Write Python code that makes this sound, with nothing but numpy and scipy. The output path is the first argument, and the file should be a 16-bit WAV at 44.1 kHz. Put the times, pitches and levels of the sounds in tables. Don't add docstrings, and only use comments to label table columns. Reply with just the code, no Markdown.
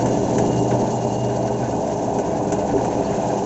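import sys
import numpy as np
from scipy import signal
from scipy.fft import rfft, irfft
from scipy.io import wavfile

SR = 44100
rng = np.random.default_rng(int(sys.argv[2]) if len(sys.argv) > 2 else 0)


def wav_out(sig):
    wavfile.write(sys.argv[1], SR, np.round(np.clip(np.atleast_2d(sig).T, -1, 1) * 32767).astype(np.int16))


N = 152145
T = np.arange(N) / SR
CRANK_HZ, HUM_HZ = 8.9, 100
REVERSAL_TURN, MID_STROKE_TURN = 0.43, 0.16

# time_s, low_rattle_db, upper_rattle_db, chatter_db, hiss_db
LEVELS = [(0, -16.5, -21.5, -42.5, -36.5), (.8, -18, -22, -45, -37), (1.15, -22, -23.5, -45.5, -39.5),
          (1.95, -22.5, -23, -46.5, -40), (2.4, -20.5, -21.5, -43.5, -41), (3.45, -21, -21.5, -43, -38)]
# frequency_hz, relative_db
HOUSING = [(20, -11), (45, -26.5), (90, -8.5), (160, -7), (300, -0.5), (460, -10.5), (620, -3), (800, -2.5),
           (940, -7), (1100, -20.5), (1400, -35), (3000, -63)]
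# frequency_hz, width_hz, db_above_broad_response
PANELS = [(125.4, 17.5, 8.5), (172, 14, 9.5), (226, 11, 6), (284, 40, 1.5), (407.3, 32.7, 13),
          (511.4, 16, 8), (603, 13, 6), (658, 13.4, 7)]
# frequency_hz, relative_db
GUIDES = [(600, -30), (1150, -6), (1330, -4), (1600, 1), (2050, -5), (2550, -6.5), (3400, -12.5),
          (4500, -12.5), (8000, -30.5)]
# frequency_hz, width_hz, db_above_broad_response
GUIDE_MODES = [(1488, 21, 8.5), (1570, 29, 3), (1715, 14, 6)]


def amp(db):
    return 10 ** (np.asarray(db) / 20)


def unit(x):
    return x / np.sqrt(np.mean(x ** 2) + 1e-20)


def level(table, axis=1):
    rows = np.transpose(table)
    return amp(np.interp(T, rows[0], rows[axis]))


def wander(rate_hz):
    hz = np.fft.rfftfreq(2 * N, 1 / SR)
    spectrum = rfft(rng.standard_normal(2 * N)) / (1 + (hz / rate_hz) ** 4)
    return unit(irfft(spectrum))[:N]


def colour(x, points, peaks=(), size=16384):
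    hz = np.fft.rfftfreq(size, 1 / SR)
    f, db = np.transpose(points)
    gain = amp(np.interp(np.log(hz + 1), np.log(f), db))
    for centre, width, peak_db in peaks:
        excess_power = amp(peak_db) ** 2 - 1
        gain = gain * np.sqrt(1 + excess_power / (1 + (2 * (hz - centre) / width) ** 2))
    log_gain = np.log(np.concatenate([gain, gain[-2:0:-1]]))
    minimum_phase = np.exp(signal.hilbert(log_gain).conj())
    ring = np.fft.ifft(minimum_phase).real[:size // 2]
    return unit(irfft(rfft(x, N) * rfft(ring, N), N))


def mode(x, hz, width):
    turn = np.exp(2j * np.pi * np.cumsum(hz * np.ones(len(x))) / SR)
    pole = np.exp(-np.pi * width / SR)
    return unit((turn * signal.lfilter([1], [1, -pole], x / turn)).imag)


def impacts(per_s, spread_db):
    sizes = amp(spread_db * np.minimum(rng.exponential(1, N), 4))
    signs = rng.choice([-1, 1], N)
    return unit(sizes * signs * (rng.random(N) < per_s / SR))


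def strokes(phase, twice_db, once_db):
    angle = 2 * np.pi * (CRANK_HZ * T - phase)
    return unit(amp(twice_db * np.cos(2 * angle) + once_db * np.cos(angle)))


def strike(age, rise_s, decay_s):
    return np.minimum(age / rise_s, 1) * np.exp(-np.maximum(age - rise_s, 0) / decay_s)


def tone(hz, waver_db, drift, rate_hz):
    loudness = np.sqrt(2) * amp(waver_db * wander(rate_hz))
    return loudness * np.sin(2 * np.pi * (hz * T + rng.random()) + drift * wander(rate_hz))


def rattle():
    # time_s, swell_db
    swell_curve = [(0, 2.5), (.4, 1), (.85, 2.5), (1.1, 1.1), (3.45, 0.8)]
    low_trim_db, upper_trim_db, split_hz = -4.5, -5, 577
    buzz = amp(0.83 * np.cos(2 * np.pi * HUM_HZ * T))
    swing = level(swell_curve) ** np.cos(2 * np.pi * (CRANK_HZ * T - REVERSAL_TURN))
    stroke_swell = strokes(REVERSAL_TURN, twice_db=0.25, once_db=-0.5)
    drive = impacts(per_s=2200, spread_db=2.0) * stroke_swell * swing * buzz
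    body = colour(drive, HOUSING, PANELS)
    low = signal.sosfiltfilt(signal.butter(4, split_hz, fs=SR, output="sos"), body)
    low_rattle = amp(low_trim_db) * level(LEVELS, axis=1) * unit(low)
    upper_rattle = amp(upper_trim_db) * level(LEVELS, axis=2) * unit(body - low)
    return low_rattle + upper_rattle


def motor():
    hum_levels = [-52, -34, -34.5, -46.5, -37, -44.5, -41]
    # pitch_hz, level_db
    drive_tones = [(70.1, -43.5), (225.5, -37.5), (409.6, -36), (656.6, -36.5)]
    # time_s, level_db
    drone_curve = [(0, -24), (.25, -34.5), (.45, -26), (.73, -26), (1.06, -31.5), (1.2, -27), (1.79, -30.5),
                   (1.9, -40.5), (3.45, -32.5)]
    hum = sum(amp(db) * tone(HUM_HZ * (k + 1), waver_db=-1.45, drift=0.15, rate_hz=0.93)
              for k, db in enumerate(hum_levels))
    drive = sum(amp(db) * tone(hz, waver_db=2.0, drift=0.24, rate_hz=3.7) for hz, db in drive_tones)
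    drone = tone(122, waver_db=0.4, drift=0.25, rate_hz=5)
    return hum + drive + level(drone_curve) * drone


def burst(rise_s, decay_s, axis):
    # start_s, thud_db, clank_db, sizzle_db
    knock_rows = [(0.057, -29, -33.5, -34.5), (0.382, -35.5, -30, -29), (0.709, -29, -31.5, -48),
                  (.799, -31, -51.5, -39.5), (1.019, -31, -47, -49), (2.185, -22.5, -37.5, -35.5),
                  (2.5198, -15, -32, -29.5), (2.845, -38.5, -36, -35.5)]
    envelope = np.zeros(N)
    for row in knock_rows:
        age = np.maximum(T - row[0], 0)
        envelope += amp(row[axis]) * strike(age, rise_s, decay_s)
    return envelope * rng.standard_normal(N)


def knocks():
    # frequency_hz, relative_db
    sizzle_response = [(2000, -27.5), (4700, -22), (5400, -4), (6000, 8), (7700, 4.5), (8300, -17.5)]
    thud = burst(rise_s=0.001, decay_s=0.01, axis=1)
    clank = burst(rise_s=0.001, decay_s=0.016, axis=2)
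    sizzle = burst(rise_s=0.002, decay_s=0.014, axis=3)
    out = thud.std() * colour(thud, HOUSING, PANELS)
    out += clank.std() * colour(clank, GUIDES, GUIDE_MODES)
    return out + sizzle.std() * colour(sizzle, sizzle_response)


def growl():
    # frequency_hz at mid-fit, width_hz, relative_db
    loose_modes = [(292, 12, -2), (402, 7.4, -2), (490, 28, -11)]
    # middle_s, level_db
    fits = [(0.291, -24.5), (.51, -28), (2.18, -26.5), (2.755, -20.5), (2.99, -25.5)]
    spread_s, sag_per_s = 0.037, 0.28
    out = np.zeros(N)
    for middle, db in fits:
        near = abs(T - middle) < 0.1
        age = T[near] - middle
        glide = 1 - sag_per_s * age
        ring = sum(amp(mode_db) * mode(rng.standard_normal(len(age)), hz * glide, width)
                   for hz, width, mode_db in loose_modes)
        out[near] += amp(db) * np.exp(-0.5 * (age / spread_s) ** 2) * ring
    return out


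def blades():
    # frequency_hz, relative_db
    blade_response = [(1000, -8), (2200, -8.5), (3000, -3.5), (3500, -6), (4100, -7.5), (5000, -4.5),
                      (5600, 0.5), (6000, 1.5), (6550, 3.5), (7300, -1.5), (7850, -7.5), (8100, -31.5)]
    # frequency_hz, width_hz, db_above_broad_response
    frame_modes = [(5930, 110, 3.5), (6530, 110, 3.5), (7240, 110, 3)]
    trim_db = -5.5
    flicker = amp(1.4 * wander(rate_hz=85))
    drive = impacts(per_s=7000, spread_db=-1.0) * strokes(MID_STROKE_TURN, twice_db=2.0, once_db=1.3)
    return amp(trim_db) * level(LEVELS, axis=4) * colour(drive * flicker, blade_response, frame_modes)


def chatter():
    trim_db = -2
    uneven = amp(1.9 * wander(rate_hz=10))
    drive = impacts(per_s=3600, spread_db=2.0) * strokes(REVERSAL_TURN, twice_db=0.2, once_db=-1.3)
    return amp(trim_db) * level(LEVELS, axis=3) * colour(drive * uneven, GUIDES, GUIDE_MODES)


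def pings(count=22):
    low_hz, high_hz, width_hz = 5910, 7560, 36
    trim_db = -9
    pitches = np.linspace(low_hz, high_hz, count) + rng.uniform(-40, 40, count)
    swell = strokes(MID_STROKE_TURN, twice_db=0.5, once_db=0.4)
    out = sum(mode(impacts(per_s=15, spread_db=2.5) * swell, hz, width_hz) for hz in pitches)
    return amp(trim_db) * level(LEVELS, axis=4) * unit(out)


def clinks():
    # start_s, level_db, pitch_hz
    grazes = [(1.29, -40, 1550), (1.473, -41.5, 1520), (1.62, -41, 1514), (1.719, -43, 1490),
              (2.776, -40, 1490), (3.122, -39.5, 1500), (3.3, -42, 1565)]
    rise_s, decay_s, width_hz, rasp_db = 0.004, 0.025, 38, -2
    out = np.zeros(N)
    rasp = colour(rng.standard_normal(N), GUIDES, GUIDE_MODES)
    for start, db, hz in grazes:
        near = (T >= start) & (T < start + 0.1)
        age = T[near] - start
        ring = mode(rng.standard_normal(len(age)), hz, width_hz)
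        out[near] += amp(db) * strike(age, rise_s, decay_s) * (ring + amp(rasp_db) * rasp[near])
    return out


def whine():
    # frequency_hz, width_hz, relative_db
    close_pair = [(2824, 19, -2), (2840, 14, -1.5)]
    # time_s, level_db
    flares = [(0, -53), (.48, -57), (.54, -44.5), (.62, -52), (.89, -56), (1.14, -50), (1.4, -55.5),
              (3.45, -69)]
    pair = sum(amp(db) * mode(rng.standard_normal(N), hz, width) for hz, width, db in close_pair)
    return level(flares) * pair


def ringing():
    # frequency_hz, width_hz, relative_db, twice_per_turn_swell_db
    sung_modes = [(4070, 48, -4, 1.5), (4470, 30, -2, 6), (6470, 82, -1, 2.5)]
    # time_s, level_db
    ring_curve = [(0, -54.5), (1.1, -53.5), (2.3, -64.5), (2.9, -57)]
    out = np.zeros(N)
    for hz, width, db, swell_db in sung_modes:
        rub = rng.standard_normal(N) * strokes(MID_STROKE_TURN, swell_db, swell_db / 2)
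        out += amp(db) * mode(rub, hz, width)
    return out * level(ring_curve)


def scrape():
    # frequency_hz, width_hz, relative_db
    slot_modes = [(2488, 26, -0.5), (2800, 97, -1)]
    # time_s, level_db
    scrape_curve = [(0, -65), (2.0, -61), (3.0, -54)]
    swell = strokes(MID_STROKE_TURN, twice_db=1, once_db=0.5)
    grains = sum(amp(db) * mode(impacts(per_s=130, spread_db=4.0) * swell, hz, width)
                 for hz, width, db in slot_modes)
    return level(scrape_curve) * grains


def scene():
    machine = rattle() + motor() + knocks() + growl()
    guides_and_blades = blades() + chatter() + pings() + clinks()
    single_blades = whine() + ringing() + scrape()
    return (machine + guides_and_blades + single_blades)[None]


def record(dry):
    edge_hz = 8080
    low_pass = signal.firwin(601, edge_hz, window=("kaiser", 9), fs=SR)
    return signal.oaconvolve(dry, low_pass[None], "same")


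dry = scene()
out = record(dry)
wav_out(out)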